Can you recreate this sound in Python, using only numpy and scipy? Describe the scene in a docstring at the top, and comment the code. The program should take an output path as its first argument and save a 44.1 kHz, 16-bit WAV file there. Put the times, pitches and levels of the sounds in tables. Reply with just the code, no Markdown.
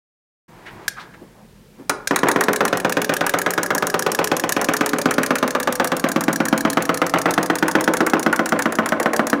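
"""In a small room, a hand sets wind-up hopping teeth on a table and lets them go.
About eight times a second a cam kicks the toy off, the jaw snaps shut, and the feet land and rock.
Each impact excites damped vibrations of the plastic shell, the air in the mouth or the table top,
whose modes respond differently as the toy wanders. The hops slow as the spring runs down."""
import sys
import numpy as np
from scipy import signal
from scipy.fft import rfft, irfft
from scipy.io import wavfile

SR = 44100
rng = np.random.default_rng(int(sys.argv[2]) if len(sys.argv) > 2 else 0)


def log_audio(samples):
    """Write samples as a 16-bit WAV file to the path given in sys.argv[1]."""
    # one column per channel
    frames = np.atleast_2d(samples).T
    # limit to full scale, then quantise
    limited = np.clip(frames, -1, 1)
    pcm = np.round(limited * 32767).astype(np.int16)
    wavfile.write(sys.argv[1], SR, pcm)


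N = 414540
RING = np.arange(SR // 4) / SR  # time within one impact, s


def amp(db):
    """Amplitude ratio of a level in decibels."""
    return 10 ** (np.asarray(db) / 20)


def unit(x):
    """Normalisation to unit rms."""
    return x / np.sqrt(np.mean(x ** 2) + 1e-20)


def onset_unit(x):
    """Normalisation to unit rms over the first 20 ms."""
    return x / np.sqrt(np.mean(x[:SR // 50] ** 2) + 1e-20)


def along(curve, s):
    """Linear interpolation of every column of a curve at time s."""
    times, *columns = np.transpose(curve)
    return [np.interp(s, times, column) for column in columns]


def colour(x, points, peaks=()):
    """Spectral shaping: an envelope (f/Hz, level/dB) plus resonances (f/Hz, width/Hz, level/dB)."""
    hz = np.fft.rfftfreq(len(x), 1 / SR)
    point_hz, point_db = np.transpose(points)
    envelope_db = np.interp(np.log(hz + 1), np.log(point_hz + 1), point_db)
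    resonance_db = sum(db / (1 + (2 * (hz - f) / width) ** 2) for f, width, db in peaks)
    return irfft(rfft(x) * amp(envelope_db + resonance_db), len(x))


def low_cut(x, hz):
    """Fourth-order Butterworth high-pass."""
    return signal.sosfilt(signal.butter(4, hz, "highpass", fs=SR, output="sos"), x)


def add(mix, s, sound):
    """Superposition of a sound on the mix at time s."""
    part = mix[round(s * SR):][:len(sound)]
    part += sound[:len(part)]


def damping(t, t60):
    """Exponential decay, by 60 dB in t60 seconds."""
    return np.exp(-np.log(1000) * t / t60)


def ringings(count, likeness):
    """Densely overlapping modes act as noise: one row an impact, correlated with the one before."""
    noise = rng.standard_normal((count, len(RING)))
    for k in range(1, count):
        noise[k] = likeness * noise[k - 1] + np.sqrt(1 - likeness ** 2) * noise[k]
    return noise


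def blow(ringing, rise, t60, crack=0, contact=0.00016):
    """Impact transient: vibration builds and decays; hard contact adds a crack. Times are in s."""
    attack = 1 - np.exp(-RING / rise)
    decay = damping(RING, t60) + crack * np.exp(-RING / contact)
    return onset_unit(ringing * attack * decay)


# background spectrum: f/Hz, level/dB
ROOM_TONE = [(20, -24), (45, 3.5), (70, -14.5), (110, 0), (215, 2), (290, -11.5), (500, -8), (700, -21),
             (2000, -23), (6000, -28), (16000, -33.5)]


def room_tone(level_db=-48):
    """Stationary noise, strongest at low frequencies."""
    return amp(level_db) * unit(colour(rng.standard_normal(N), ROOM_TONE))


# swish of the sleeve as the arm moves: t/s, level/dB
SLEEVE_LEVEL = [(.48, -52), (.55, -47), (.68, -44), (.85, -40.5), (.95, -62), (1.03, -45), (1.1, -48.5),
                (1.302, -55.5), (1.55, -63), (1.72, -69), (1.8, -49), (1.87, -58), (2.101, -82)]
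# its spectrum: f/Hz, level/dB
SLEEVE_SPECTRUM = [(88, -60), (150, -30), (194, -18), (324, -7), (368, -5.5), (512, -15.5), (956, -9),
                   (1310, -17), (1780, -17), (2060, -20), (2300, -20), (2530, -25), (12000, -49),
                   (15600, -74), (22000, -120)]
# brushes and bumps of fingers and feet: t/s, level/dB, centre f/Hz, duration/s
TOUCHES = [(.655, -36, 1750, 0.067), (0.71, -41, 111, 0.076), (0.964, -34, 1300, 0.086),
           (0.992, -44, 3620, 0.058), (1.138, -42.5, 1670, 0.023), (1.139, -45, 300, 0.03),
           (1.209, -39, 322, 0.058), (1.341, -52.5, 716, 0.15), (1.781, -40.5, 274, 0.097)]


def hand(grain_db=2.0):
    """Friction noise: the sleeve swishes; fingers and feet brush the table in grainy strokes."""
    swish_db, = along(SLEEVE_LEVEL, np.arange(N) / SR)
    out = amp(swish_db) * unit(colour(rng.standard_normal(N), SLEEVE_SPECTRUM))
    for s, db, hz, duration in TOUCHES:
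        noise = rng.standard_normal(len(RING))
        roughness = amp(grain_db * np.minimum(rng.exponential(1, len(RING)), 7))
        band = [(hz / 8, -38), (hz / 2, -13), (hz, 0), (hz * 2, -16), (hz * 8, -44)]
        rub = unit(colour(noise * roughness, band))
        age = 4 * RING / duration
        add(out, s, amp(db) * rub * age * np.exp(1 - age))
    return out


# resonances of the plastic shell: f/Hz, width/Hz, level/dB
SHELL_MODES = [(3030, 290, -5.5), (4830, 83, -9), (5010, 220, 3), (5790, 320, 5), (6740, 330, 7.5),
               (9190, 380, 6.5), (10130, 370, 6.5), (11500, 300, 3), (15000, 700, 10)]
# radiation towards the listener: t/s, level/dB near 3 kHz, near 5 kHz, near 12 kHz
DIRECTIVITY = [(.9, 3, 4, 7), (1.9, -1, -1, -8), (2.3, 1, -4, -1), (3.0, 12, 0.5, 4.5), (3.6, 0, -2.5, 4.5),
               (4.2, 3.5, 0, 3), (4.7, 3, 1.5, 4), (5.3, 8, -1.5, 2.5), (6.2, -2.5, -2, 2.5),
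               (7.2, 1, 0.5, 3), (8.0, -2, -3, -3), (9.3, 3, -3, 1.5)]


def shell(s):
    """Directivity: the shell's resonances and the bands it beams as the toy turns, at time s."""
    low_db, middle_db, top_db = along(DIRECTIVITY, s)
    return SHELL_MODES + [(2830, 1400, low_db), (5440, 2600, middle_db), (12700, 5200, top_db)]


# spectrum of a click in the shell: f/Hz, level/dB
CLICK = [(300, -4.5), (1200, -3), (2200, 0), (3500, -3), (5500, 1.5), (8000, 0), (10000, -2), (13000, -4.5),
         (16000, -13)]
# snaps while the toy is held: t/s, click level/dB, cavity level/dB, cavity f/Hz
HELD_SNAPS = [(0.88, -23, -21, 1645), (2.073, -22, -24, 1600)]
# the jaw while hopping: t/s, delay after the kick/s, click level/dB, cavity level/dB, cavity f/Hz
JAW = [(2.25, 0.029, -26.5, -28, 1680), (2.8, .028, -28.5, -30, 1730), (3.1, 0.028, -27, -25, 1660),
       (3.75, 0.031, -27.5, -25, 1660), (4.5, 0.03, -24.5, -26.5, 1720), (4.95, .0305, -27, -35, 1740),
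       (5.5, 0.029, -30.5, -32.5, 1690), (5.9, 0.029, -29, -33, 1610), (6.5, 0.03, -27.5, -25, 1660),
       (7.1, .030, -31, -34.5, 1780), (7.55, 0.031, -28, -32.5, 1630), (8.2, 0.034, -28, -34, 1605),
       (8.7, 0.03, -30.5, -32, 1580), (9.3, .030, -29, -34, 1600)]


def jaw_snaps(scatter_db=1.7):
    """Cavity resonance: the teeth meet with a click, and the air in the mouth rings briefly."""
    # the jaw snaps about 30 ms after each kick; after the first, with the toy still held, it snaps later
    kicked = np.transpose(HOPS)[0][1:]
    delays, clicks, cavities, pitches = along(JAW, kicked)
    scatter = scatter_db * rng.standard_normal(len(kicked))
    snaps = HELD_SNAPS + list(zip(kicked + delays, clicks + scatter, cavities + scatter, pitches))
    out = np.zeros(N)
    for (s, click_db, cavity_db, hz), noise in zip(snaps, ringings(len(snaps), likeness=0.66)):
        teeth = colour(noise, CLICK, shell(s) + [(4300, 2500, 4)])
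        click = blow(teeth, rise=0.001, t60=0.026)
        cavity = blow(np.sin(2 * np.pi * hz * RING), rise=0.0017, t60=0.017)
        add(out, s, amp(click_db) * click + amp(cavity_db) * cavity)
    return out


# reverberation by band: f/Hz, level/dB, t60/s
ROOM_BANDS = [(110, -6.5, 0.41), (302, -4.5, 0.62), (600, -5, 0.5), (1460, -11.5, 0.81),
              (2980, -10.5, 0.33), (6500, -14.5, 0.26), (9800, -15, .24), (15000, -34, .16)]


def room_response(build_up_s=0.0029):
    """Diffuse field: reflections build up, then each band decays at its own rate."""
    t = np.arange(SR // 2) / SR
    spectrum = rfft(rng.standard_normal(len(t)))
    log_hz = np.log(np.fft.rfftfreq(len(t), 1 / SR) + 1)
    log_centres = np.log(np.transpose(ROOM_BANDS)[0] + 1)
    build_up = 1 - np.exp(-(t / build_up_s) ** 2)
    tail = np.zeros(len(t))
    for share, (_, db, t60) in zip(np.eye(len(ROOM_BANDS)), ROOM_BANDS):
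        band = irfft(spectrum * np.interp(log_hz, log_centres, share), len(t))
        envelope = build_up * damping(t, t60)
        tail += amp(db) * band * envelope / np.linalg.norm(envelope)
    return tail


def reverberation(x, places=6):
    """Reflections depend on source position: equal-power fades join responses along the toy's path."""
    position = np.linspace(0, places - 1, N)
    weights = (np.sqrt(np.clip(1 - abs(position - k), 0, 1)) for k in range(places))
    return sum(signal.oaconvolve(x * weight, room_response())[:N] for weight in weights)


# one row a hop: kick t/s, kick level/dB, landing t/s, landing level/dB
HOPS = [(1.8953, -20.5, 2.1092, -17.5), (2.16, -20.5, 2.2322, -16), (2.285, -23, 2.3602, -17),
        (2.4081, -24, 2.4838, -15.5), (2.5314, -26, 2.6066, -16), (2.6513, -25.5, 2.7282, -17.5),
        (2.772, -28.5, 2.8473, -17), (2.895, -29, 2.9692, -18), (3.0169, -25.5, 3.0935, -18),
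        (3.1378, -25.5, 3.2089, -18), (3.2648, -24.5, 3.3381, -17), (3.3868, -25, 3.4622, -18),
        (3.5059, -25.5, 3.5777, -18), (3.6308, -24, 3.7047, -18), (3.749, -24.5, 3.824, -18),
        (3.8688, -24, 3.9417, -16), (3.9925, -24, 4.0639, -16.0), (4.1173, -24, 4.1892, -15.5),
        (4.2427, -22.5, 4.3156, -15.5), (4.3663, -25, 4.4377, -18.5), (4.492, -23.5, 4.5653, -18.5),
        (4.6136, -26.5, 4.6868, -17), (4.736, -25.5, 4.8092, -16), (4.8606, -24.0, 4.9328, -18.0),
        (4.9846, -27.5, 5.0572, -14.5), (5.109, -25.5, 5.1816, -15), (5.232, -25.5, 5.3064, -16),
        (5.3546, -26, 5.4273, -17), (5.477, -30, 5.55, -18), (5.6, -29, 5.6738, -17),
        (5.7247, -27, 5.7983, -15.5), (5.8441, -25.5, 5.9185, -17.0), (5.9669, -29, 6.041, -16.5),
        (6.0873, -29, 6.1607, -16), (6.208, -28.0, 6.2814, -15), (6.329, -26.5, 6.403, -16),
        (6.4538, -27, 6.5272, -13.5), (6.577, -26.5, 6.6506, -15.5), (6.7004, -25, 6.7717, -15.5),
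        (6.8227, -28.5, 6.8925, -16.5), (6.9432, -28.5, 7.0168, -16), (7.065, -29.5, 7.138, -15.5),
        (7.1854, -29, 7.2572, -15.5), (7.3076, -26.5, 7.3784, -15.0), (7.429, -27.5, 7.4995, -15.5),
        (7.5544, -27.5, 7.626, -15.5), (7.6811, -27, 7.7523, -13), (7.8083, -27.5, 7.877, -13.5),
        (7.936, -26.5, 8.0054, -14.0), (8.0646, -27.0, 8.1345, -12.5), (8.1943, -29, 8.2632, -13.5),
        (8.327, -31.5, 8.3927, -14.5), (8.4582, -27.5, 8.5221, -14), (8.5906, -29.5, 8.6571, -15),
        (8.723, -31.5, 8.7868, -14), (8.859, -29.5, 8.9218, -15.5), (8.9987, -30.5, 9.0588, -15.0),
        (9.1329, -30, 9.1938, -15), (9.2687, -27.5, 9.3301, -15)]
# grip of the feet on the table: t/s, rebound level/dB, knock level/dB, push level/dB
FOOTING = [(1.9, -45, -18, -44), (2.2, -14, -21.5, -24.5), (2.8, -26, -23.5, -25), (3.25, -14, -21, -29),
           (3.85, -31, -31.5, -26), (4.5, -17, -26, -24.5), (4.8, -19.5, -25, -20.5),
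           (5.3, -25.5, -20.5, -26), (5.6, -30, -28, -27), (6.35, -21, -23.5, -32.5), (6.8, -20, -30, -45),
           (7.2, -20.5, -27.5, -25.5), (7.95, -24.5, -19.5, -23), (8.3, -23.5, -20, -23.5),
           (9.3, -27, -18, -23.5)]
# spectra of the table's thud and the feet's clack: f/Hz, level/dB
THUD = [(40, -46), (100, -20), (160, -4), (250, 4), (400, -1), (600, 3.5), (850, -5.5), (1300, -18.5),
        (3000, -69)]
CLACK = [(250, -49), (600, -26.5), (900, -0.5), (1300, 1), (1700, 1.5), (2100, -8), (2800, -20.5),
         (5000, -42)]
# local cutoff below which the table responds only in its few low modes: t/s, f/Hz
THUD_CUTOFF = [(2.2, 159), (3.5, 144), (4.6, 180), (5.7, 155), (7.5, 160), (8.3, 204), (9.3, 226)]


def cam_kicks(scatter_db=4):
    """Action and reaction: the cam drops with a click, and the feet knock and push off the table."""
    out = np.zeros(N)
    for (s, click_db, _, _), noise in zip(HOPS, ringings(len(HOPS), likeness=0.67)):
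        knock_db, push_db = along(FOOTING, s)[1:] + scatter_db * rng.standard_normal(2)
        click = blow(colour(noise, CLICK, shell(s)), rise=0.00048, t60=0.03, crack=0.6, contact=0.0023)
        knock = blow(colour(noise, CLACK), rise=0.0014, t60=0.087)
        push = blow(colour(noise, THUD), rise=0.002, t60=0.16)
        push = low_cut(push, *along(THUD_CUTOFF, s))
        add(out, s, amp(click_db) * click + amp(knock_db - 4) * knock + amp(push_db - 5) * push)
    return out


# modes of the table top: f/Hz, level/dB, t60/s, antinode crossing t/s, time spent near it/s
TABLE_MODES = [(113, -9.5, 0.15, 3.6, 1.2), (124.2, -12.5, 0.53, 6.1, 1.4), (157.3, -7, 0.4, 6.1, 0.51),
               (175, -5.5, 0.57, 6.1, 0.26), (177.4, -10, 0.39, 2.87, 0.97), (224, 1, 0.14, 6.6, 0.79),
               (250, 7.5, 0.14, 5.74, 0.39), (246.5, -1, 0.12, 9.3, 1.4), (279, -1, 0.49, 8.9, 0.91),
               (325.8, -2.5, 0.53, 8.1, 0.61), (320.2, 1, 0.6, 3.6, 0.31), (360.5, -2, 0.37, 8.5, 1.2),
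               (379.6, 0.5, 0.64, 1.63, 1.3), (429, -5.5, 0.75, 3.9, 1.1), (500.4, 3.5, 0.48, 5.57, 0.19),
               (485, -15, 0.12, 8.9, 0.87), (544, 0.5, 0.25, 8.1, 0.61), (624, -13, 0.25, 9.1, 1.6),
               (658, -10, 0.86, 6.6, 1.4), (765, 3.5, 0.22, 4.17, 0.58), (1033, 4, 0.23, 9.4, 1.4),
               (1144, -18, 0.49, 2.9, 1.4), (1244, -13.5, 0.11, 6.5, 0.36), (1280, -35, 0.29, 9.0, 1.1),
               (1490, 13.5, 0.11, 11.3, 0.67), (1620, -16, 0.12, 14, 0.53)]


def table_ring(s, signs, away_db=-10, scatter_db=1.0, detune=0.005):
    """Modal superposition: each mode is excited most when the toy lands on its antinode."""
    hz, db, t60, crossing, stay = np.transpose(TABLE_MODES)[:, :, None]
    nearness = np.exp(-0.5 * ((s - crossing) / stay) ** 2)
    gain = signs * amp(db + away_db * (1 - nearness) + scatter_db * rng.standard_normal(hz.shape))
    detuned_hz = hz * (1 + detune * rng.standard_normal(hz.shape))
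    modes = np.sin(2 * np.pi * detuned_hz * RING) * damping(RING, t60)
    return np.sqrt(2) * (gain * modes).sum(0) / np.linalg.norm(gain)


# spectrum of the contact tick: f/Hz, level/dB
TICK = [(900, -65), (1800, 6.5), (2400, 2.5), (3300, 0.5), (4500, -4.5), (6300, -6.5), (9000, -18),
        (16000, -18.5)]
# the first kick, toy still pressed down:
# t/s, thud level/dB, thud f/Hz, clack level/dB, clack f/Hz, tick level/dB
STAMP = [(1.8965, -24, 385, -20, 1300, -33)]


def foot_impacts(rows, ring_db):
    """Impulsive excitation: the contact ticks, the hard feet clack, the table thuds and rings."""
    signs = rng.choice([-1, 1], (len(TABLE_MODES), 1))
    noises = ringings(len(rows), likeness=0.82)  # the toy moves little in one hop
    out = np.zeros(N)
    for (s, thud_db, thud_hz, clack_db, clack_hz, tick_db), noise in zip(rows, noises):
        top = colour(noise, THUD, [(thud_hz, thud_hz * 0.35, 6)])
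        thud = blow(top, rise=0.00044, t60=0.11, crack=0.59, contact=0.0019)
        feet = colour(noise, CLACK, [(clack_hz, 420, 6)])
        sound = amp(thud_db - 1.5) * onset_unit(low_cut(thud, *along(THUD_CUTOFF, s)))
        sound += amp(thud_db + ring_db) * table_ring(s, signs)
        sound += amp(clack_db - 3) * blow(feet, rise=0.00016, t60=0.088, crack=0.48)
        sound += amp(tick_db - 1) * blow(colour(noise, TICK), rise=0.0001, t60=0.04, crack=1.0)
        add(out, s, sound)
    return out


# timbre along the path: t/s, thud f/Hz, relative clack level/dB, clack f/Hz, relative tick level/dB
LANDING_TIMBRE = [(2.1, 317, -1.5, 1250, -10.5), (2.8, 566, 0, 1280, -9), (3.05, 533, -2, 1380, -6.5),
                  (3.4, 480, 1, 1340, -8), (3.7, 312, 2, 1460, -9), (4.25, 510, -7.5, 950, -8.5),
                  (4.65, 265, -1.5, 1160, -6), (5.05, 247, -4, 1280, -11), (5.5, 240, 1.5, 1170, -10),
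                  (6.05, 250, -3.5, 1500, -10), (6.55, 274, -3, 1320, -13.5), (6.8, 350, 1.5, 1200, -9),
                  (7.15, 560, 1.5, 1320, -11.5), (7.6, 350, -2.5, 1480, -10), (8.25, 290, -2.5, 1410, -14),
                  (8.55, 274, -2, 1340, -14.5), (9.35, 274, 0, 1410, -16)]


def landings():
    """Driving-point response: the hop sets a landing's strength, the place on the table its timbre."""
    _, _, s, db = np.transpose(HOPS)
    thud_hz, clack_db, clack_hz, tick_db = along(LANDING_TIMBRE, s)
    rows = np.transpose([s, db, thud_hz, db + clack_db, clack_hz, db + tick_db])
    return foot_impacts(rows, ring_db=-3.5)


# spectrum of a rebound: f/Hz, level/dB
REBOUND = [(200, 0.5), (700, 11.5), (1500, 5), (2500, 0), (4000, -16), (8000, -31), (16000, -43)]


def rebounds(stay_share=0.58, jitter_s=0.0044, scatter_db=4):
    """Secondary impacts: the toy rocks on its feet after landing, with one knock and two lighter ones."""
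    kicked, _, landed, _ = np.transpose(HOPS)
    stays = np.interp(landed, landed[:-1], kicked[1:] - landed[:-1])
    times = landed + stay_share * stays + jitter_s * rng.standard_normal(len(HOPS))
    out = np.zeros(N)
    for s, noise in zip(times, ringings(len(times), likeness=0.11)):
        db = along(FOOTING, s)[0] + scatter_db * rng.standard_normal()
        knock = colour(noise, REBOUND)
        add(out, s, amp(db - 6) * blow(knock, rise=0.00013, t60=0.097))
        for shift_s in rng.uniform(-0.014, 0.016, size=2):
            chatter = np.roll(knock, rng.integers(SR))
            add(out, s + shift_s, amp(db - 13) * blow(chatter, rise=0.00067, t60=0.026))
    return out


def scene():
    """Superposition of the toy, its reverberation, the hand and the room tone."""
    feet = landings() + foot_impacts(STAMP, ring_db=-5.5) + rebounds()
    toy = low_cut(feet + cam_kicks() + jaw_snaps(), hz=85)  # little radiates below the lowest mode
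    background = room_tone()
    return (toy + reverberation(toy) + hand() + background)[None]


def record(dry, start_s=0.48, fade_s=0.0064, edge_hz=16000):
    """Gating, soft saturation and band limiting: silence at first, then sound with rounded peaks."""
    opened = dry * np.clip((np.arange(N) / SR - start_s) / fade_s, 0, 1)
    rounded = opened / (1 + opened ** 4) ** (1 / 4)
    low_pass = signal.firwin(255, edge_hz, window=("kaiser", 8), fs=SR)
    return signal.oaconvolve(rounded, low_pass[None], "same")


dry = scene()
out = record(dry)
log_audio(out)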